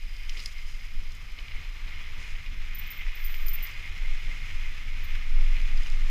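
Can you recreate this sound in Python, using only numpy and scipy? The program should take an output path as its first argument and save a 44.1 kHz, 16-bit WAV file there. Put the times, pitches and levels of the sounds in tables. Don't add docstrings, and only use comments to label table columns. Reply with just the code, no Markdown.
import sys
import numpy as np
from scipy import signal
from scipy.fft import rfft, irfft
from scipy.io import wavfile

SR = 44100
rng = np.random.default_rng(int(sys.argv[2]) if len(sys.argv) > 2 else 0)


def store_wav(level_fs):
    pcm = np.round(np.clip(np.atleast_2d(level_fs), -1, 1) * 32767)
    wavfile.write(sys.argv[1], SR, pcm.T.astype(np.int16))


N = 269010
TIME = np.arange(N) / SR


def amp(db):
    return 10 ** (np.asarray(db) / 20)


def unit_rms(x):
    return x / np.sqrt(np.mean(x ** 2) + 1e-20)


def with_energy(x, seconds):
    return x * np.sqrt(seconds * SR / np.sum(x ** 2))


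def follow(rows):
    return amp(np.interp(TIME, *np.transpose(rows)))


def bump(s, length):
    return np.exp(-(2 * (TIME - s) / length) ** 2)


def swells(rows):
    return sum(amp(db) * bump(s, length) for s, length, db in rows)


def add(mix, s, sound):
    part = mix[max(round(s * SR), 0):][:len(sound)]
    part += sound[:len(part)]


def wander(rate_hz):
    lowpass = np.exp(-(np.fft.rfftfreq(N, 1 / SR) / rate_hz) ** 2)
    return unit_rms(irfft(rfft(rng.standard_normal(N)) * lowpass, N))


def grains(per_s, spread_db):
    size = amp(spread_db * np.minimum(rng.exponential(1, N), 5))
    return unit_rms(size * rng.standard_normal(N) * (rng.random(N) < per_s / SR))


# (frequency [Hz], width [Hz], gain [dB])
CASE_RESONANCES = [(1220, 170, 5), (2137, 330, 5.5), (2458, 99, 4.5), (3457, 57, 5), (4180, 104, 4.5),
                   (4590, 280, -6), (4924, 740, 5.5)]

def through_case(x, spectrum, tilt_db=0):
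    bins = np.fft.rfftfreq(16384, 1 / SR)
    hz, levels = np.transpose(spectrum)
    db = np.interp(np.log2(bins + 1), np.log2(hz), levels)
    db += tilt_db * np.log2(np.clip(bins, 2300, 9000) / 4000)
    db += sum(peak / (1 + (2 * (bins - f) / width) ** 2) for f, width, peak in CASE_RESONANCES)
    log_gain = np.log(amp(np.r_[db, db[-2:0:-1]]))
    taps = np.fft.ifft(np.exp(np.conj(signal.hilbert(log_gain)))).real
    return signal.oaconvolve(x, taps[:min(len(x), len(bins))])[:len(x)]


def noise(spectrum, flutter=1):
    return unit_rms(through_case(rng.standard_normal(N) * flutter, spectrum))


# (frequency [Hz], relative level [dB])
HISS_SPECTRUM = [(200, -8), (4000, 21), (8000, -32), (10700, 6), (12000, -10), (12800, 14.5), (14000, 4),
                 (15200, 6)]

def hiss():
    return amp(-63) * noise(HISS_SPECTRUM)


def woods(x, wet_db, t60, blur):
    t = np.arange(SR // 2) / SR
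    taps = rng.standard_normal(len(t)) * amp(-60 * t / t60) * (1 - np.exp(-t / 0.0042))
    echo = signal.fftconvolve(x, taps / np.linalg.norm(taps))[:N]
    return amp(wet_db) * echo * (1 + blur * wander(520)) / np.hypot(1, blur)


# (time [s], relative level [dB])
AIRFLOW = [(0, -58.5), (1.0, -57), (2.3, -60), (3.15, -58.5), (4.3, -48), (5.2, -53), (6.1, -41.5)]
# (peak time [s], length [s], level [dB])
GUSTS = [(0.05, 0.057, -27.5), (.135, .035, -30), (.215, 0.032, -29.5), (0.315, 0.1, -24.5),
         (.465, 0.027, -31), (.585, 0.06, -30.5), (.66, 0.05, -25), (.75, .05, -27.5), (.84, .04, -31.5),
         (0.975, 0.082, -21.5), (1.08, 0.065, -26), (1.33, .03, -29.5), (1.425, 0.023, -29),
         (1.555, 0.054, -25.5), (1.68, 0.06, -31.5), (1.85, 0.094, -30.5), (1.98, 0.13, -31),
         (2.15, 0.17, -29.5), (2.34, 0.073, -25), (2.49, 0.051, -26), (2.6, 0.063, -26.5),
         (2.69, 0.15, -28.5), (2.83, 0.086, -31), (3.0, 0.033, -28.5), (3.085, 0.073, -22.5),
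         (3.28, 0.18, -23), (3.47, 0.18, -19.5), (3.61, 0.085, -27), (3.79, 0.041, -28.5),
         (3.905, 0.019, -25), (4.02, .05, -25), (4.115, 0.13, -19), (4.275, .07, -25), (4.43, 0.036, -27.5),
         (4.57, 0.067, -23), (4.675, 0.063, -23), (4.92, 0.09, -25), (5.02, .05, -22), (5.14, 0.1, -20.5),
         (5.395, 0.24, -13.5), (5.54, 0.061, -20), (5.635, 0.075, -19), (5.77, 0.14, -15.5),
         (5.93, 0.088, -17.5), (6.045, 0.077, -18.5)]
# (centre time [s], length [s], depth [dB])
LULLS = [(1.45, 0.38, 5.5), (1.75, .1, -3.5), (2.25, 0.069, 1), (2.95, .1, 2), (3.13, .06, 12),
         (3.803, 0.48, 7), (4.207, 0.055, 7), (4.425, 0.18, 7), (4.79, 0.11, 1), (5.265, .05, 4),
         (5.856, 0.057, 11)]
# (time [s], relative level [dB])
TURBULENCE_LEVEL = [(0, -55), (.4, -53), (.6, -54.5), (1.05, -52), (1.18, -50), (1.4, -53), (1.56, -44.5),
                    (1.68, -56.5), (1.9, -48), (2.45, -50.5), (2.53, -44.5), (2.62, -50.5), (2.97, -49.5),
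                    (3.1, -54.5), (3.5, -49.5), (3.92, -48), (4.12, -50.5), (4.45, -46), (4.65, -49.5),
                    (4.9, -48.5), (5.05, -47), (5.45, -46.5), (5.75, -45.5), (6.05, -45.5)]
# (frequency [Hz], relative level [dB])
SWIRL_SPECTRUM = [(10, -23), (22, -10), (29, 9), (37, 9), (46, -12), (60, -9), (150, -105)]
TURBULENCE_SPECTRUM = [(25, -13.5), (50, -1), (75, 1.5), (100, -5), (150, -14), (220, -18.5), (330, -28),
                       (600, -38), (1500, -35), (5000, -85)]

def wind(shed_hz=18, shed_jitter=0.15):
    flow, gusts = unit_rms(follow(AIRFLOW)), swells(GUSTS)
    calm = amp(-sum(db * bump(s, length) for s, length, db in LULLS))
    sway_hz = shed_hz * np.exp(shed_jitter * wander(9.06))
    sway = unit_rms(np.sin(2 * np.pi * np.cumsum(sway_hz) / SR))
    swirl = noise(SWIRL_SPECTRUM)
    turbulence = noise(TURBULENCE_SPECTRUM, flutter=amp(wander(23)))
    sway_gain = np.hypot(amp(-30.5) * flow * calm, gusts)
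    swirl_gain = np.hypot(amp(-42) * flow ** 0.21 * calm, amp(-17) * gusts)
    turbulence_gain = amp(1.52) * follow(TURBULENCE_LEVEL) * calm ** 0.3
    return sway_gain * sway + swirl_gain * swirl + turbulence_gain * turbulence


def disc(hz, edge_s=0.0019):
    edges = signal.windows.tukey(len(hz), 2 * edge_s * SR / len(hz))
    return unit_rms(np.sin(2 * np.pi * np.cumsum(hz) / SR) * edges)


# (time [s], length [s], level [dB], starting pitch [Hz])
SQUEAKS = [(2.747, 0.014, -41.5, 14100), (2.786, 0.017, -40.5, 14040), (2.867, .018, -53, 13950),
           (2.903, 0.022, -42.5, 13900), (2.973, .011, -50, 14200), (3.151, 0.011, -49, 14200),
           (3.246, 0.021, -40.5, 14000), (3.462, 0.016, -40, 13700), (3.482, 0.022, -36, 14170),
           (3.532, .027, -36.5, 14000), (3.625, 0.026, -38.5, 14100), (5.035, .022, -54, 14250)]
# (time [s], length [s], peak level [dB])
RASPS = [(3.16, 0.29, -46.5), (5.04, 0.089, -63)]

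def brake(grip_hz=14400, settle_s=0.013, rasp_hz=14200, rasp_fade_db=15):
    out, waver, chatter = np.zeros(N), wander(400), amp(3 * wander(60))
    for s, length, db, start_hz in SQUEAKS:
        t = np.arange(round(length * SR)) / SR
        hz = grip_hz + (start_hz - grip_hz) * np.exp(-(t / settle_s) ** 2)
        add(out, s, amp(db) * disc(hz + 95 * waver[round(s * SR):][:len(t)]))
    for s, length, db in RASPS:
        during = (TIME >= s) & (TIME < s + length)
        swell = amp(db - rasp_fade_db * abs(np.linspace(-1, 1, during.sum())))
        add(out, s, swell * chatter[during] * disc(rasp_hz + 260 * waver[during]))
    return out


# (frequency [Hz], gain against the contact [dB], t60 [s])
FRAME_MODES = [(2310, -18, .02), (2930, 3, 0.016), (3950, -5, 0.021), (4880, -3, 0.0079),
               (10900, -13, .007)]
# (frequency [Hz], relative level [dB])
CLACK_SPECTRUM = [(200, -21.5), (700, -21), (1500, -25), (2600, -0.5), (4800, 1), (6500, -5), (8500, -22),
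                  (12000, -22.5), (15000, -32)]

def frame_clack(contact, tilt_db):
    out = contact
    for hz, db, t60 in FRAME_MODES:
        radius = np.exp(-np.log(1000) / (t60 * SR))
        pole = radius * np.exp(2j * np.pi * hz / SR)
        out = out + amp(db) * 2 * signal.lfilter([1 - radius], [1, -pole], contact).real
    return through_case(out, CLACK_SPECTRUM, tilt_db)


def chain_rattle(level_db=-73, decay_s=0.0029):
    t = np.arange(1024) / SR
    shakes = signal.oaconvolve(abs(grains(per_s=22, spread_db=-1.5)), np.exp(-t / decay_s))[:N]
    return amp(level_db) * unit_rms(frame_clack(shakes * rng.standard_normal(N), tilt_db=11))


# (time [s], level [dB], decay [s], brightness [dB/octave])
KNOCKS = [(0.2945, -33.5, 0.0026, 1.5), (0.3713, -41, 0.0086, -4), (.392, -44.5, 0.022, -6),
          (.402, -35, 0.0014, 5), (.427, -46, .003, 3), (0.459, -28, 0.0022, 6.5), (1.3806, -44, .001, -24),
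          (1.388, -36, 0.002, -27), (1.481, -51, 0.0018, -17), (1.4827, -40, 0.0025, -18),
          (1.515, -46, 0.0015, -13), (1.5192, -40, .003, -18), (1.8777, -43, 0.0018, -27),
          (2.351, -42, 0.0035, -24), (2.461, -43, 0.0063, -22), (3.017, -42, 0.0031, -25),
          (3.3419, -34.5, 0.0026, -24), (3.585, -37.5, .003, -34), (5.566, -38, 0.0025, -20),
          (5.861, -39, 0.004, -24)]

def knocks(rattle=0.055, rattle_s=0.015):
    out, t = np.zeros(N), np.arange(4096) / SR
    for s, db, decay_s, tilt_db in KNOCKS:
        burst = rng.standard_normal(len(t)) * (np.exp(-t / decay_s) + rattle * np.exp(-t / rattle_s))
        add(out, s, amp(db) * with_energy(frame_clack(burst, tilt_db), decay_s))
    return out


# (frequency [Hz], relative level [dB])
TICK_SPECTRUM = [(1000, -21), (3000, 5), (5000, 7), (6800, 6), (8500, -3.5), (11500, -10), (15000, -6)]

def tick(decay_s, tilt_db=0):
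    t = np.arange(2048) / SR
    burst = rng.standard_normal(len(t)) * np.exp(-t / decay_s)
    return with_energy(through_case(burst, TICK_SPECTRUM, tilt_db), decay_s)


# (time [s], level [dB], pitch [Hz], click against the ping [dB])
CHAIN_TAPS = [(3.2415, -44, 4850, -9), (3.483, -48, 4850, 8), (3.6706, -46, 5100, 3),
              (3.7394, -49, 4820, -7), (5.6155, -48.5, 4750, -1), (5.7743, -42, 4860, -8),
              (5.8331, -46.5, 5030, 0), (5.869, -53, 4870, 4), (5.9, -47.5, 4800, 3.5)]

def chain_taps(ring_s=0.0041, rise_s=0.00081):
    out, t = np.zeros(N), np.arange(2048) / SR
    envelope = np.exp(-t / ring_s) * (1 - np.exp(-t / rise_s))
    for s, db, hz, click_db in CHAIN_TAPS:
        ping = np.sqrt(2) * np.sin(2 * np.pi * hz * t) * envelope
        add(out, s, amp(db) * (ping + amp(click_db) * tick(decay_s=0.0023)))
    return out


# (time [s], level [dB], brightness [dB/octave])
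STONES = [(0.166, -47, -5), (.437, -51, 8), (.5253, -52, -1), (0.582, -49.5, -5), (.8515, -57, 13),
          (1.12, -47, -2), (1.1505, -52, 10), (2.2025, -52, 1), (3.264, -51, 4), (3.3487, -52, 12),
          (3.714, -52, 6), (3.9784, -50, 1), (5.7659, -56, 2), (5.921, -45, -7)]

def stones():
    out = np.zeros(N)
    for s, db, tilt_db in STONES:
        add(out, s, amp(db) * tick(decay_s=0.0031, tilt_db=tilt_db))
    return out


# (frequency [Hz], relative level [dB])
DUST_SPECTRUM = [(2400, -13), (3100, 5.5), (3550, -26), (4400, -8), (4900, 0), (5300, -6.5), (6000, -17),
                 (8000, -19), (10500, -18), (15000, -19)]

def dust(landing_s=0.19, peak_db=-56, rise_db_per_s=22, fall_db_per_s=6):
    since = TIME - landing_s
    gain = amp(peak_db + np.minimum(rise_db_per_s * since, -fall_db_per_s * since))
    return gain * unit_rms(through_case(grains(per_s=3400, spread_db=1.5), DUST_SPECTRUM))


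# (peak time [s], length [s], level [dB])
THUMPS = [(.38, 0.06, -58.5), (2.2, 0.15, -62.5), (3.47, 0.11, -60), (4.29, 0.12, -61),
          (5.41, 0.075, -54.5), (5.74, .22, -62.5)]
# (frequency [Hz], relative level [dB])
THUMP_SPECTRUM = [(100, -16), (250, 7), (450, 3.5), (800, -2), (1400, -2), (2500, -17), (6000, -50)]

def thumps():
    return swells(THUMPS) * noise(THUMP_SPECTRUM)


# (time [s], relative level [dB])
CRUSH_LEVEL = [(0.0, -52.5), (0.13, -50.5), (0.37, -46.5), (0.6, -50.5), (.8, -49.5), (1.33, -50.5),
               (1.42, -48), (1.56, -45.5), (1.72, -49), (1.97, -44.5), (2.11, -45), (2.23, -44.5),
               (2.37, -45), (2.54, -47), (2.7, -44), (2.9, -43), (3.5, -44), (3.68, -41.5), (3.95, -45),
               (4.3, -43), (4.64, -43), (4.93, -44.5), (5.16, -42.5), (5.28, -45.5), (5.57, -42.5),
               (5.75, -43.5), (6.05, -45)]
ROAR_LEVEL = [(0, -67), (.2, -60.5), (.8, -61), (1.25, -58.5), (1.57, -54.5), (1.75, -55), (2.18, -55),
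              (2.5, -58), (2.92, -54.5), (3.4, -56.5), (3.7, -54), (3.98, -54.5), (4.3, -54.5), (4.9, -55),
              (5.5, -54), (6.05, -53)]
# (peak time [s], length [s], level [dB])
PEBBLE_BITES = [(.2, 0.1, -52), (.3, .025, -47.5), (.385, 0.054, -47), (.463, .016, -44.5),
                (.58, 0.18, -52), (1.96, 0.13, -52), (2.24, .05, -52), (2.89, .06, -44),
                (3.015, 0.044, -39), (3.15, .04, -55), (3.34, 0.056, -52), (3.585, 0.044, -44.5),
                (3.655, .055, -45), (3.74, .06, -51), (3.85, 0.099, -46), (3.97, 0.035, -51),
                (4.06, 0.023, -41), (4.315, 0.054, -48.5), (4.455, 0.05, -49), (4.66, .08, -49),
                (5.12, 0.067, -52), (5.57, 0.045, -47)]
GRIT_SPRAYS = [(.43, 0.18, -53), (.7, 0.16, -58), (2.26, 0.23, -57.5), (4.4, 0.45, -62.5),
               (5.85, 0.15, -60)]
# (frequency [Hz], relative level [dB])
ROAR_SPECTRUM = [(120, -21), (350, -10), (650, -12.5), (1000, -8.5), (1400, -9), (2200, -12.5), (4000, -10),
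                 (9000, -39)]
CRUNCH_SPECTRUM = [(600, -27), (1300, -11.5), (1900, -1), (2500, -0.5), (3100, -3), (4200, -17),
                   (5500, -17.5), (8000, -35), (15000, -29.5)]
PEBBLE_SPECTRUM = [(1200, -32.5), (1900, -9.5), (2120, 6), (2350, -4), (3100, -6.5), (4500, -38)]
GRIT_SPECTRUM = [(1500, -7.5), (3000, -4.5), (5000, 0), (6600, 1), (8000, -7.5), (11000, -12), (15000, -30)]

def tyres(bump_db=0.68, clump_db=0.5):
    work, speed = unit_rms(follow(CRUSH_LEVEL)), unit_rms(follow(AIRFLOW))
    load = amp(bump_db * wander(26))
    roar = amp(-1) * follow(ROAR_LEVEL) * noise(ROAR_SPECTRUM)
    crumbs = unit_rms(through_case(grains(per_s=9000, spread_db=1.5), CRUNCH_SPECTRUM))
    pebbles = unit_rms(through_case(grains(per_s=900, spread_db=-0.5), PEBBLE_SPECTRUM))
    clumps = grains(per_s=9000, spread_db=-1.5) * amp(clump_db * wander(70))
    grit = unit_rms(through_case(clumps, GRIT_SPECTRUM))
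    pebble_gain = np.hypot(amp(-56) * work, swells(PEBBLE_BITES))
    grit_gain = np.hypot(amp(-60) * work ** 0.15 * speed ** 0.31, swells(GRIT_SPRAYS))
    return load * (roar + amp(-47) * work * crumbs + pebble_gain * pebbles + grit_gain * grit)


def scene():
    clatter = knocks() + stones() + chain_rattle() + chain_taps()
    squeal = brake()
    echoes = woods(clatter, wet_db=-19, t60=0.23, blur=0)
    echoes += woods(squeal, wet_db=-10, t60=0.25, blur=0.62)
    return (hiss() + echoes + wind() + squeal + clatter + tyres() + thumps() + dust())[None]


def record(dry, cutoff_hz=15400):
    lowpass = signal.firwin(401, cutoff_hz, window=("kaiser", 9), fs=SR)
    return signal.oaconvolve(dry, lowpass[None], "same")


dry = scene()
out = record(dry)
store_wav(out)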